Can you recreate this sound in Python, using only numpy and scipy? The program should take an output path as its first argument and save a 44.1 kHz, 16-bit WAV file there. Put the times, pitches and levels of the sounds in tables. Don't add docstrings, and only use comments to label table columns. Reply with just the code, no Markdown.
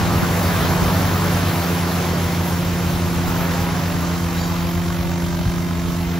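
import sys
import numpy as np
from scipy import signal
from scipy.fft import irfft
from scipy.io import wavfile
from scipy.ndimage import uniform_filter1d

SR = 44100
rng = np.random.default_rng(int(sys.argv[2]) if len(sys.argv) > 2 else 0)


def persist_wave(psi):
    counts = np.round(np.clip(psi, -1, 1) * 32767).astype(np.int16)
    wavfile.write(sys.argv[1], SR, np.atleast_2d(counts).T)


def convert_level_to_amplitude(level_db):
    exponent = np.asarray(level_db, float) / 20
    return 10 ** exponent


N = 272979
TIME = np.arange(N) / SR
HZ = np.fft.rfftfreq(N, 1 / SR)
HALF = np.array([[.5], [-.5]])


def curves(table):
    s, *columns = np.transpose(table)
    return [np.interp(TIME, s, c) for c in columns]


def at(table, hz, column=1):
    table = np.transpose(table)
    return np.interp(np.log(hz), np.log(table[0]), table[column])


def walk(rate):
    hold = int(SR / rate)
    levels = np.repeat(rng.standard_normal(N // hold + 1), hold)
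    return 1.13 * uniform_filter1d(levels, hold)[:N]


def band(hz, octaves, lead=0., side_db=-99):
    shape = np.exp(-.5 * (np.log2(HZ / hz + 1e-9) / octaves) ** 2)
    mid, side = shape * np.exp(2j * np.pi * rng.random((2, len(HZ))))
    spec = [mid, convert_level_to_amplitude(side_db) * side + 1j * np.tan(lead / 2) * mid]
    return irfft(spec, N) * N / np.sqrt(2 * np.sum(shape ** 2))


def distance():
    nearest_m, nearest_s, speed_m_s = 8, 0.846, 4
    return np.hypot(1, speed_m_s * (TIME - nearest_s) / nearest_m)


# (time [s], blade rate [Hz], level [dB])
NEAR_ROTORS = [(0, 46.93, -2), (.7, 47.03, 1), (1.0, 47.64, 6.5), (1.6, 47.2, -1.5), (2.2, 46.4, 3.5),
               (3.05, 46.1, -0.5), (3.5, 46.9, -3), (4.4, 46.8, -5.5), (5.2, 47.2, -2), (6.19, 46.6, -4)]
# (blade rate [Hz], its change on tilting [Hz], level [dB],
# fade [dB/s], beat period [s], loudest time [s])
FAR_ROTORS = [
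    (47.8, 0.64, -4, -1.35, 2.9, 0.84),
    (53.3, -4.5, -3, -8, 1.5, -0.1),
    (40, -1, -15, -0.5, 1.23, -0.1),
]


def rotor_groups():
    tilt_s, tilt_lasts_s, beat_db = 1.15, 0.69, 4
    tilt = np.clip((TIME - tilt_s) / tilt_lasts_s, 0, 1)
    groups = [curves(NEAR_ROTORS)]
    for hz, change, db, fade, period, loudest_s in FAR_ROTORS:
        beat = beat_db * np.cos(2 * np.pi * (TIME - loudest_s) / period)
        groups.append((hz + change * tilt, db + fade * TIME + beat))
    return groups


# (multiple of the blade rate, then level [dB] for each of the four rotor groups)
BLADE = [(1, -45, -55, -40, -44), (2, -29, -34, -26, -27), (3, -35.5, -32, -41, -49),
         (4, -39, -34, -29, -41), (5, -45.5, -56, -57, -61), (6, -42.5, -37.5, -50, -53),
         (8, -43.5, -46.5, -59, -60), (9, -47.5, -48, -43, -48), (10, -47, -50, -50, -61),
         (11, -46.5, -46, -58, -56)]
# (time [s], depth [0-1])
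CHOP = [
    (0, .15),
    (3.2, .2),
    (4.3, .35),
    (5.2, .8),
    (6.19, .3),
]


def rotors():
    tones, phases = 0, []
    for group, (hz, db) in enumerate(rotor_groups()):
        turns = np.cumsum(hz * (1 + 0.0019 * walk(4.005))) / SR + rng.random()
        phases.append(2 * np.pi * turns)
        for k, *tone_db in BLADE:
            fade_db = .2 * max(k - 5, 0) * TIME
            level_db = tone_db[group] + db - fade_db + (1.2 + .15 * k) * walk(6)
            wave = np.sin(k * phases[-1] + 0.13 * k * walk(8) + k * k)
            tones = tones + convert_level_to_amplitude(level_db) * np.sqrt(2) * wave
    near = np.cos(phases[0]) + 0.42 * np.cos(2 * phases[0])
    return tones, curves(CHOP)[0] * near + 0.063 * np.cos(phases[2])


# (frequency [Hz], level [dB per Hz])
WASH_COLOUR = [(40, -28), (70, 5.5), (130, 7), (250, -1), (450, 1), (1050, 0.5), (1600, -4), (2500, -1.5),
               (4000, -1.5), (6300, -4.5), (8000, -17), (10000, 2), (12700, 5.5), (16200, 4)]
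# (frequency [Hz], side minus mid [dB], left minus right [dB], left lead [rad])
PORT = [(60, -18, 0, 0.42), (200, -16, -3, 0.092), (400, -13, -2, 0.21), (700, -10.5, 0, .3),
        (1300, -9, -0.7, 0.55), (1800, -5, 1, 0.61), (2500, -7, 3.5, .1), (3200, -7, -1, -0.57),
        (4360, -9, 1, 0.46), (6500, -2, -3.5, .2), (8200, 2.5, 2, 1.37), (15000, -9.5, 0.5, 1.2)]
# (time [s], level [dB])
LOAD = [(0, 0), (.3, -0.5), (.6, 0.9), (1.1, -1), (1.4, -0.9), (1.75, -2), (2.0, -1.4), (2.6, -2.5),
        (3.0, -1.9), (3.5, 1.1), (3.9, 0.5), (4.2, -0.3), (4.5, 0.5), (5.0, -1.4), (6.19, -0.7)]
# (level [dB], share of the loss with distance, share of the load)
ZONES = [
    (-24.5, 1.02, 1.1),
    (-30.5, 0.75, .6),
    (-44, 0.96, .6),
]


def wash(chop):
    loss_db, load_db = 20 * np.log10(distance()), curves(LOAD)[0]
    body_db, hiss_db, top_db = (db - spread * loss_db + share * load_db for db, spread, share in ZONES)
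    own_flicker = [(300, 0.74), (3000, 1.27), (7000, 1.1), (12000, 2.0)]  # (Hz, dB)
    out, swell, shared = 0, walk(3.1), walk(23)
    for hz in 40 * 2 ** (np.arange(27) / 3):
        to_hiss = np.clip(np.log2(hz / 1600) / 0.93, 0, 1)
        to_top = np.clip(np.log2(hz / 8500) / .2, 0, 1)
        shared = 0.62 * shared + 0.2 * walk(14)
        flicker = 0.11 * swell + .5 * shared + at(own_flicker, hz) * walk(22)
        lower_db = body_db + to_hiss * (hiss_db - body_db)
        db = (1 - to_top) * lower_db + to_top * top_db + flicker
        zone_hz = 1200 + 2400 * to_hiss - 1600 * to_top
        density = at(WASH_COLOUR, hz) + 10 * np.log10(hz / 5.15 / zone_hz)
        mid, side = band(hz, octaves=0.22, lead=at(PORT, hz, column=3), side_db=at(PORT, hz))
        gate = np.maximum(1 + chop * min(hz / 900, 1, 3500 / hz) / 2, .05)
        pair = np.array([mid + side, mid - side]) * convert_level_to_amplitude(at(PORT, hz, column=2) * HALF)
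        out = out + convert_level_to_amplitude(db + density) * gate * pair
    pan_db = -.4 - .25 * TIME
    return out * convert_level_to_amplitude(pan_db * HALF)


def ground(x):
    echo_ms, echo_gain, dull_hz = 12.6, 0.44, 1020
    bank_s, bank_lasts_s, bank_gain = 5.43, 0.39, 0.36
    lag_s = echo_ms / distance() / 1000
    bank = bank_gain * np.exp(-.5 * ((TIME - bank_s) / bank_lasts_s) ** 2)
    centre = x.mean(axis=0)
    below = centre + 0.46 * (x - centre)
    dull = signal.sosfilt(signal.butter(1, dull_hz, fs=SR, output="sos"), below)
    for share, gain in ((0.97, echo_gain), (0.6035, bank)):
        x = x + gain * np.array([np.interp(TIME - share * lag_s, TIME, c) for c in dull])
    return x


# (multiple of the firing rate, level [dB], left minus right [dB], left lead [rad], waver [dB])
EXHAUST = [(1, -31, 1, -.05, 1.5), (2, -24, -1.2, 0.26, 0.14), (3, -34, -2, 0.49, 1),
           (4, -35, 2, 0.023, 1.5), (8, -50.5, 16, 0.24, -0.5)]
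# (frequency [Hz], width [Hz], level [dB])
CASING = [(1040, 150, -8), (2070, 65, -4), (3130, 49, -5.5), (3720, 210, -4.5), (5660, 270, -7)]


def generator():
    firing_hz, casing_db = 85.915, -47.5
    phase = 2 * np.pi * firing_hz * TIME
    tones = 0
    for k, db, pan_db, lead, waver_db in EXHAUST:
        level = convert_level_to_amplitude(db + pan_db * HALF + waver_db * walk(3))
        tones = tones + level * np.sqrt(2) * np.sin(k * phase + lead * HALF + .45 * k * k)
    casing = sum(convert_level_to_amplitude(db) * band(hz, width / hz)[0] for hz, width, db in CASING)
    return tones + convert_level_to_amplitude(casing_db) * (1 + 0.16 * np.cos(phase)) * casing


# (frequency [Hz], width [Hz], level [dB])
LEAVES = [(3120, 280, -47), (3860, 300, -42.5), (4640, 220, -43.5), (6900, 680, -44)]


def rustle():
    start_s, end_s, tail_end_s = 4.33, 4.5, 4.72
    swell = np.clip((TIME - start_s) / 0.055, 0, 1)
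    stop = np.clip((end_s - TIME) / 0.011, 0.29 * (TIME < tail_end_s), 1)
    leaves = sum(convert_level_to_amplitude(db + 1.4 * walk(80)) * band(hz, width / hz / 2)[0] for hz, width, db in LEAVES)
    return swell * stop * leaves


def thump(s, db, hz, cycles):
    t = np.arange(-2000, 2000) / SR
    wave = np.sin(2 * np.pi * hz * t * (1 - 6 * t))
    for k in (1.5, 2.1):
        wave = wave + 0.5 * np.sin(2 * np.pi * (k * hz * t + rng.random()))
    out = np.zeros(N + len(t))
    start = int(s * SR)
    out[start:start + len(t)] = convert_level_to_amplitude(db) * wave * np.exp(-.5 * (t * hz / cycles) ** 2)
    return out[len(t) // 2:][:N]


# (time [s], level [dB])
BREEZE = [(0, -23), (.4, -36), (.85, -27), (1.15, -41), (1.32, -33), (1.7, -46), (2.3, -46), (2.7, -36),
          (3.1, -30), (3.7, -33), (5.2, -29.5), (6.19, -30.5)]
# (time [s], peak level [dB], frequency [Hz], side struck [+1 or -1])
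PUFFS = [(0.08, -27, 125, 1), (0.142, -34, 122, -1), (0.233, -16.5, 160, 1), (0.298, -36, 86, 1),
         (0.546, -25, 118, -1), (0.65, -25, 144, 1), (0.826, -18, 196.2, 1), (1.1, -30, 83, 1),
         (1.267, -32, 68.5, 1), (3.068, -33, 77, 1), (3.157, -32, 83.4, -1), (3.282, -33, 88, 1),
         (3.401, -28, 85.1, 1), (3.68, -32, 104, 1), (4.523, -28, 126, 1), (4.642, -30, 103.6, 1),
         (4.853, -30, 71.56, 1), (5.059, -29, 120.3, 1), (5.128, -32, 103.5, 1), (5.403, -22, 109, 1),
         (5.544, -29, 82.1, 1), (5.891, -25.7, 90, 1)]
# (time [s], peak level [dB], frequency [Hz])
GUSTS = [
    (.157, -15, 95),
    (.765, -19, 100),
    (3.285, -21, 80),
    (5.464, -14, 88),
    (5.482, -15, 66),
    (6.076, -21, 70),
]


def wind():
    rumble = convert_level_to_amplitude(curves(BREEZE)[0])
    mid = convert_level_to_amplitude(-0.5 + 2.7 * walk(9)) * rumble * band(58, octaves=0.76)[0]
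    side = convert_level_to_amplitude(-8.0 + 3.1 * walk(14)) * (rumble + convert_level_to_amplitude(-47)) * band(69, octaves=0.93)[0]
    for s, db, hz, struck in PUFFS:
        puff = thump(s, db + 0.5, hz, cycles=0.85)
        side = side + puff
        mid = mid + 0.21 * np.sign(struck) * puff
    for s, db, hz in GUSTS:
        mid = mid - thump(s, db, hz, cycles=.55)
    return np.array([mid + side, mid - side])


# (silent in [0 sum, 1
# difference], low edge [Hz], its wander [Hz], high edge [Hz], its wander [Hz])
SILENT_BANDS = [(0, 8280, 850, 9660, 250), (0, 12400, 500, 13800, 450), (1, 9700, 700, 11650, 550),
                (1, 15100, -1300, 23000, 0), (0, 15750, 0, 23000, 0)]
# (row of SILENT_BANDS, start [s], end [s], 1 if the difference falls
# silent above 11 kHz meanwhile)
RETURNS = [(0, .42, .48, 0), (0, .59, .63, 0), (0, 1.34, 1.39, 0), (0, 1.56, 1.71, 0), (0, 2.5, 2.53, 0),
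           (0, 2.83, 2.93, 0), (0, 2.97, 3.02, 0), (0, 3.6, 3.65, 0), (1, .31, .39, 0), (1, .93, 1.03, 1),
           (1, 1.61, 1.69, 0), (1, 4.47, 4.57, 1), (1, 5.01, 5.14, 1), (1, 5.99, 6.15, 1)]


def treble_gaps(x):
    pad = 192
    pair = np.pad(np.array([x[0] + x[1], x[0] - x[1]]) / 2, ((0, 0), (pad, 0)))
    hz, s, spec = signal.stft(pair, SR, nperseg=2048, noverlap=1024)
    hz, s = hz[:, None], s - pad / SR
    for row, (which, lo, lo_wander, hi, hi_wander) in enumerate(SILENT_BANDS):
        steps = np.repeat(rng.integers(0, 4, (2, len(s))) / 3, 2, axis=1)[:, :len(s)]
        gone = (hz > lo + lo_wander * steps[0] ** 3) & (hz < hi + hi_wander * steps[1] ** 4)
        for back, start_s, end_s, swap in RETURNS:
            if back == row:
                now = (s > start_s) & (s < end_s)
                gone[:, now] = False
                spec[1, :, now] *= 1 - swap * (hz.T > 11000)
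        spec[which] *= ~gone
    mid, side = signal.istft(spec, SR, nperseg=2048, noverlap=1024)[1][:, pad:pad + N]
    return np.array([mid + side, mid - side])


def scene():
    tones, chop = rotors()
    return tones + ground(wash(chop)) + generator() + rustle() + wind()


def top_cut(x):
    return signal.sosfilt(signal.butter(12, 16760, fs=SR, output="sos"), x)


def record(dry):
    bass_cut = signal.butter(3, 42, "high", fs=SR, output="sos")
    mix = treble_gaps(signal.sosfilt(bass_cut, dry))
    return top_cut(mix)


dry = scene()
out = record(dry)
persist_wave(out)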